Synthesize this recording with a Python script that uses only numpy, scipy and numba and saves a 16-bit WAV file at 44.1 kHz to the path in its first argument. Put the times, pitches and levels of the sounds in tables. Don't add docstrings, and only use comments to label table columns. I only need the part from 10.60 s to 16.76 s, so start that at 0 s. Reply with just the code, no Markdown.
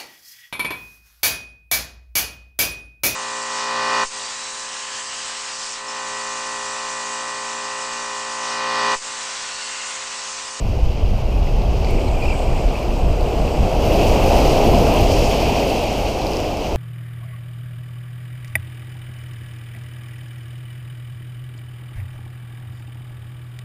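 import sys
import numpy as np
from scipy import signal
from scipy.fft import rfft, irfft
from scipy.io import wavfile
from scipy.ndimage import uniform_filter1d
from numba import njit

SR = 44100
rng = np.random.default_rng(int(sys.argv[2]) if len(sys.argv) > 2 else 0)


def wav_out(sig):
    wavfile.write(sys.argv[1], SR, np.round(np.clip(np.atleast_2d(sig).T, -1, 1) * 32767).astype(np.int16))


def nominal_scale(level):
    x = np.asarray(level, float) / 20
    return 10 ** x


N = 271643
T = np.arange(N) / SR


def level(x, db):
    return x * nominal_scale(db) / np.sqrt(np.mean(x ** 2))


def curve(table):
    t, *columns = np.transpose(table)
    return [np.interp(T, t, column) for column in columns]


def colour(x, points):
    hz, db = np.transpose(points)
    size = 8192
    log_hz = np.log(np.fft.rfftfreq(size, 1 / SR) + 1)
    log_gain = np.interp(log_hz, np.log(hz), db) * np.log(10) / 20
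    cepstrum = irfft(log_gain)
    cepstrum[1:size // 2] *= 2
    cepstrum[size // 2 + 1:] = 0
    impulse_response = irfft(np.exp(rfft(cepstrum)))
    return signal.fftconvolve(x, impulse_response)[:N]


def bands(x, centre_hz, octaves):
    place = np.log2(np.fft.rfftfreq(N, 1 / SR) / centre_hz + 1e-9) / octaves
    return irfft(rfft(x) * np.cos(np.pi / 2 * np.clip(place, -1, 1)), N)


def walk(rate_hz):
    hold = int(SR / rate_hz)
    steps = np.repeat(rng.standard_normal(N // hold + 1), hold)
    return 1.3 * uniform_filter1d(uniform_filter1d(steps, hold), hold)[:N]


def even(x, span_s, share):
    power = uniform_filter1d(x ** 2, int(span_s * SR))
    return level(x / power ** (share / 2), 0)


@njit
def grains(start, hz, cycles, size, glide, length):
    out = np.zeros(length)
    for k in range(len(start)):
        span = cycles[k] * SR / hz[k]
        for i in range(min(int(4 * span), length - start[k])):
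            phase = 2 * np.pi * hz[k] * i / SR * (1 + glide * i / span)
            out[start[k] + i] += size[k] * np.exp(-i / span) * np.sin(phase)
    return out


def foam(low_hz, high_hz, cycles, scatter_db, count):
    when, pitch, strength, damping = rng.random((count, 4)).T
    start = (when * N).astype(np.int64)
    hz = low_hz * (high_hz / low_hz) ** pitch
    size = nominal_scale(-scatter_db * np.log(1.008 - strength)) * hz
    return level(grains(start, hz, cycles * (.5 + damping), size, 0.067, N), 0)


# t/s, swell level below the crest/dB
SWELL = [(0.0, -17), (0.5, -15), (1.0, -14), (1.3, -12), (1.75, -10.5), (2.1, -10), (2.5, -11), (2.8, -8),
         (3.15, -6.5), (3.4, -1), (3.6, -2), (3.8, -0.5), (4.2, -1), (4.6, -3.5), (5.0, -4), (5.4, -8.5),
         (5.7, -8.5), (6.16, -10.5)]
# f/Hz, density level/dB per Hz
WATER_SPECTRUM = [(90, -7.5), (200, -1.5), (400, 0), (680, 2), (850, -4.5), (1100, -15), (1400, -23.5),
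                  (1750, -28.5)]
# f/Hz, gain/dB
HOUSING_RESPONSE = [(1800, -2.5), (2200, 4.5), (2600, 11), (3100, 7), (3600, -1.5), (4800, 3), (5700, 0),
                    (6800, -3.5), (7250, -8.5), (8200, -9), (9300, -12.5), (11800, -13), (13200, -9.5),
                    (15200, -13.5)]
# f/Hz, share/1, foam level/dB
SWELL_RESPONSE = [
    (150, 1.12, 0),
    (350, 0.95, -0.35),
    (750, 1.11, 0.73),
    (1310, 0.8, -2.3),
    (2500, 0.53, 4.5),
    (5000, 0.73, 3.5),
    (8000, 0.62, 7.5),
    (13000, 0.88, 5),
]
# t/s, length/s, f/Hz, lift level/dB
SLAPS = [(.3, .2, 5000, 2), (1.213, 0.28, 5000, 3), (1.38, 0.093, 330, 6.5), (3.42, 0.033, 2700, 1.5),
         (3.87, 0.099, 4000, 2.5), (4.346, 0.076, 2700, 3), (4.615, 0.14, 5200, 4.5),
         (4.86, 0.11, 2700, 3.5), (5.003, 0.088, 5000, 1.5), (5.65, 0.21, 716, 2), (1.7, 0.27, 1270, 1),
         (3.13, .05, 130, 0), (3.75, 0.18, 1030, 2.2), (4.27, 0.18, 150, 6), (4.3, 0.099, 1150, 1),
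         (1.05, 0.061, 520, 3), (5.25, 0.22, 2800, 2.5), (5.6, .3, 5000, 3)]


def surf():
    crest_db, slap_octaves = -18.5, .8
    swell_db, = curve(SWELL)

    break_s, rise_s, hold_s, drain_per_s = 3.04, 0.29, 1.85, 0.45
    rising = (T - break_s) / rise_s
    draining = 1 - drain_per_s * (T - break_s - rise_s - hold_s)
    white = np.clip(np.minimum(rising, draining), 0, 1)

    rush = rng.standard_normal(N)
    gurgle = nominal_scale(-15) * foam(300.8, 3490, 5.8, 4.4, count=6000)
    fizz = nominal_scale(-6.5) * foam(6600, 16500, 4.5, 2.7, count=9000)
    water = colour(colour(rush + gurgle + fizz, WATER_SPECTRUM), HOUSING_RESPONSE)

    slap_t, length, slap_hz, lift_db = np.transpose(SLAPS)
    slaps = lift_db[:, None] * np.exp(-((T - slap_t[:, None]) / length[:, None]) ** 2)
    slosh = walk(30)
    ranges_hz, shares, foams_db = np.transpose(SWELL_RESPONSE)
    out = 0
    for hz in 88 * 2 ** np.arange(0, 8, .5):
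        share = np.interp(np.log(hz), np.log(ranges_hz), shares)
        foam_db = np.interp(np.log(hz), np.log(ranges_hz), foams_db)
        slaps_db = np.exp(-(np.log2(hz / slap_hz) / slap_octaves) ** 2) @ slaps
        patchy = np.clip(np.log2(hz / 500) / 4, .2, 1)
        flicker_db = patchy * (0.68 * slosh + 0.93 * walk(45))
        band_db = share * swell_db + foam_db * (white - 1) + slaps_db + flicker_db
        out = out + bands(water, hz, 0.62) * nominal_scale(band_db)
    return out * nominal_scale(crest_db) / np.std(bands(water, 560, 2.37))


# t/s, level/dB
WIND_STRENGTH = [(0.0, -18), (0.7, -22.5), (1.1, -16), (1.5, -18), (2.2, -23.5), (3.1, -23), (3.7, -16.5),
                 (4.3, -20), (4.7, -22), (5.1, -26), (5.7, -27.5), (6.16, -29)]
# f/Hz, density level/dB per Hz
EDDY_SPECTRUM = [(12, -14), (22, -2), (36, -1.5), (60, -4), (100, -9.5), (170, -16.5), (300, -27.5),
                 (600, -71.5)]
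# t/s, length/s, buffet level/dB, flutter level/dB
PORT_GUSTS = [(0.096, 0.035, -27.5, -21), (0.256, 0.036, -9.5, -28), (0.444, 0.021, -11.5, -32),
              (0.523, 0.042, -12.5, -22), (0.655, 0.022, -15, -23), (.77, 0.054, -13, -24),
              (0.838, 0.014, -8.5, -33), (0.97, 0.056, -17, -22.5), (1.09, 0.025, -17, -22.5),
              (1.35, 0.018, -11, -19.5), (1.54, 0.036, -15.5, -24.5), (1.684, 0.026, -13, -29),
              (1.917, 0.055, -14, -24), (2.073, .025, -12.5, -28), (2.322, .03, -16, -38),
              (2.476, 0.067, -13, -18), (2.642, .04, -18, -29), (2.817, 0.046, -14.5, -21.5),
              (3.015, 0.036, -14, -19), (3.357, 0.17, -20, -23), (3.513, .03, -13, -36),
              (3.657, .03, -26, -22), (3.863, 0.044, -15, -22), (4.09, 0.025, -11, -21.5),
              (4.177, 0.098, -19, -17.5), (4.428, 0.037, -15.5, -15), (4.595, 0.11, -17, -22.5),
              (4.892, 0.046, -30, -20.5), (5.44, 0.05, -23.5, -43), (6.16, 0.023, -14, -39)]
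# t/s, peak level/dB, f/Hz, length/cycles
LONE_EDDIES = [(0.207, -13, 36.7, 0.5), (0.415, 0, 65.6, 2.6), (0.628, 3, 37.7, 2.2),
               (0.919, -2.5, 29.6, 3.4), (1.312, -22, 41, 0.91), (1.648, -15.5, 51.1, 0.87),
               (1.883, -10, 27.4, 1.1), (2.045, -3, 26.9, 1.2), (2.271, -13, 35.0, 1.7),
               (2.439, -8, 27.1, 3.1), (2.61, 1, 35.5, 1.6), (2.786, 0, 29.8, 1.5),
               (2.983, 4.5, 42.7, 1.84), (3.17, -2, 41.5, 1.3), (3.327, -14, 43.1, 2.1),
               (3.477, -18, 72.7, 1.5), (3.625, 0.5, 73.5, 1.9), (3.745, -1, 43.1, 1.2),
               (4.055, -4, 32.3, 1.3), (5.325, -31, 32.6, 1.6)]


def wind():
    wind_db, = curve(WIND_STRENGTH)
    buffet_power = nominal_scale(wind_db) ** 2
    flutter_power = nominal_scale(0.51 * wind_db - 15) ** 2
    for t, length, buffet_db, flutter_db in PORT_GUSTS:
        gust = np.exp(-((T - t) / length) ** 2)
        buffet_power = buffet_power + nominal_scale(buffet_db) ** 2 * gust
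        flutter_power = flutter_power + nominal_scale(flutter_db) ** 2 * gust

    air = colour(rng.standard_normal(N), EDDY_SPECTRUM)
    slow = signal.sosfilt(signal.butter(3, 60, fs=SR, output="sos"), air)
    quick = signal.sosfilt(signal.butter(3, 60, "high", fs=SR, output="sos"), air)
    buffet = even(slow, 0.043, 0.8) * np.sqrt(buffet_power) * nominal_scale(-1.0)
    flutter = even(quick, 0.041, 0.16) * np.sqrt(flutter_power) * nominal_scale(0.07)
    out = buffet + flutter

    for t, db, hz, cycles in LONE_EDDIES:
        along = (T - t) * hz / cycles
        near = (along > 0) & (along < 1)
        along = along[near]
        out[near] -= nominal_scale(db - 7.5) * np.sin(np.pi * along) ** 2 * np.sin(2 * np.pi * cycles * along)
    return out


OVERTONES = (-16, -32)


def stick_slip(hz):
    phase = 2 * np.pi * np.cumsum(hz) / SR
    out = np.sin(phase)
    for k, db in enumerate(OVERTONES):
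        out = out + nominal_scale(db) * np.sin((k + 2) * phase)
    return out


# t/s, chatter f/Hz, chatter level/dB, hiss level/dB
LINE_RUN = [
    (1.05, 2400, -68, -80),
    (1.3, 2400, -38.5, -54),
    (1.5, 2350, -42, -53.5),
    (1.7, 2410, -47, -51),
    (2.0, 2370, -45, -52),
    (2.25, 2420, -50, -57),
    (2.6, 2450, -67.5, -54),
    (3.0, 2380, -70, -53),
    (3.4, 2500, -75, -68),
]
# t/s, length/s, first f/Hz, last f/Hz, level/dB
LINE_SQUEAKS = [(1.054, .012, 3000, 3400, -40), (1.27, .025, 4400, 4600, -46),
                (1.472, .022, 4300, 3850, -41), (1.47, .025, 2250, 2400, -37),
                (1.572, .012, 2350, 2450, -35), (1.622, .009, 2300, 2550, -27),
                (1.631, .016, 2450, 2400, -28), (1.651, .019, 2300, 2800, -27),
                (1.678, .021, 2680, 2280, -25), (1.698, .016, 2450, 2780, -25),
                (1.714, .020, 2520, 2260, -26), (1.746, .016, 2180, 2320, -37),
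                (1.772, .006, 2150, 2300, -35), (2.225, .018, 2300, 2500, -36)]


def line():
    chatter_hz, chatter_db, hiss_db = curve(LINE_RUN)
    out = stick_slip(chatter_hz * (1 + 0.075 * walk(260))) * nominal_scale(chatter_db + 4.0 * walk(300))
    hiss = level(bands(rng.standard_normal(N), 7670, 0.33), 0)
    out += hiss * nominal_scale(hiss_db + 1.4 * walk(25.2))

    rough = nominal_scale(2.2 * walk(450))
    waver = 1 + .02 * walk(350)
    for t, length, first_hz, last_hz, db in LINE_SQUEAKS:
        near = (T > t) & (T < t + length)
        along = (T[near] - t) / length
        glide_hz = (first_hz + (last_hz - first_hz) * along) * waver[near]
        envelope = nominal_scale(db) * np.sin(np.pi * along) ** .35 * rough[near]
        out[near] += envelope * stick_slip(glide_hz)
    return out


# t/s, ring peak level/dB, ring f/Hz, snap peak level/dB
REEL_TICKS = [(0.3194, -37, 3940, -52), (0.5094, -38, 3540, -51), (1.0194, -29, 4210, -55),
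              (1.2471, -23, 4480, -50), (1.3094, -31, 2900, -39), (2.1944, -36, 4620, -45),
              (2.2294, -35, 4590, -45), (2.6095, -30, 4140, -44), (2.6294, -35, 4680, -44),
              (4.1465, -20, 4790, -40), (4.5196, -21, 5240, -36), (5.1018, -21, 4610, -43),
              (5.2374, -27, 4730, -39), (5.3294, -30, 5710, -45), (5.6196, -22, 4000, -46),
              (5.6685, -19, 4820, -38), (5.7184, -25, 5600, -40), (5.7344, -20, 5150, -43),
              (5.7693, -20, 5210, -40), (5.8024, -26, 5470, -37), (5.9718, -25, 5280, -46)]


def ticks():
    t, ring_db, hz, snap_db = np.transpose(REEL_TICKS)
    start = (t * SR).astype(np.int64)
    ring = grains(start, hz, hz * .0007, nominal_scale(ring_db + 3.5), 0., N)
    impacts = np.zeros(N)
    impacts[start] = nominal_scale(snap_db + 15)
    decay = np.exp(-np.arange(60) / 11.)
    snap = signal.lfilter(decay, 1, impacts) * rng.standard_normal(N)
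    return ring + signal.sosfilt(signal.butter(2, 6500, "high", fs=SR, output="sos"), snap)


def scene():
    return (surf() + wind() + line() + ticks())[None]


def band_limit(x):
    return signal.sosfilt(signal.butter(12, 15280, fs=SR, output="sos"), x)


def record(dry):
    rounded = .95 * np.tanh(dry / .95)
    mix = signal.sosfilt(signal.ellip(10, .3, 60, 15250, fs=SR, output="sos"), rounded)
    return band_limit(mix)


dry = scene()
out = record(dry)
wav_out(out)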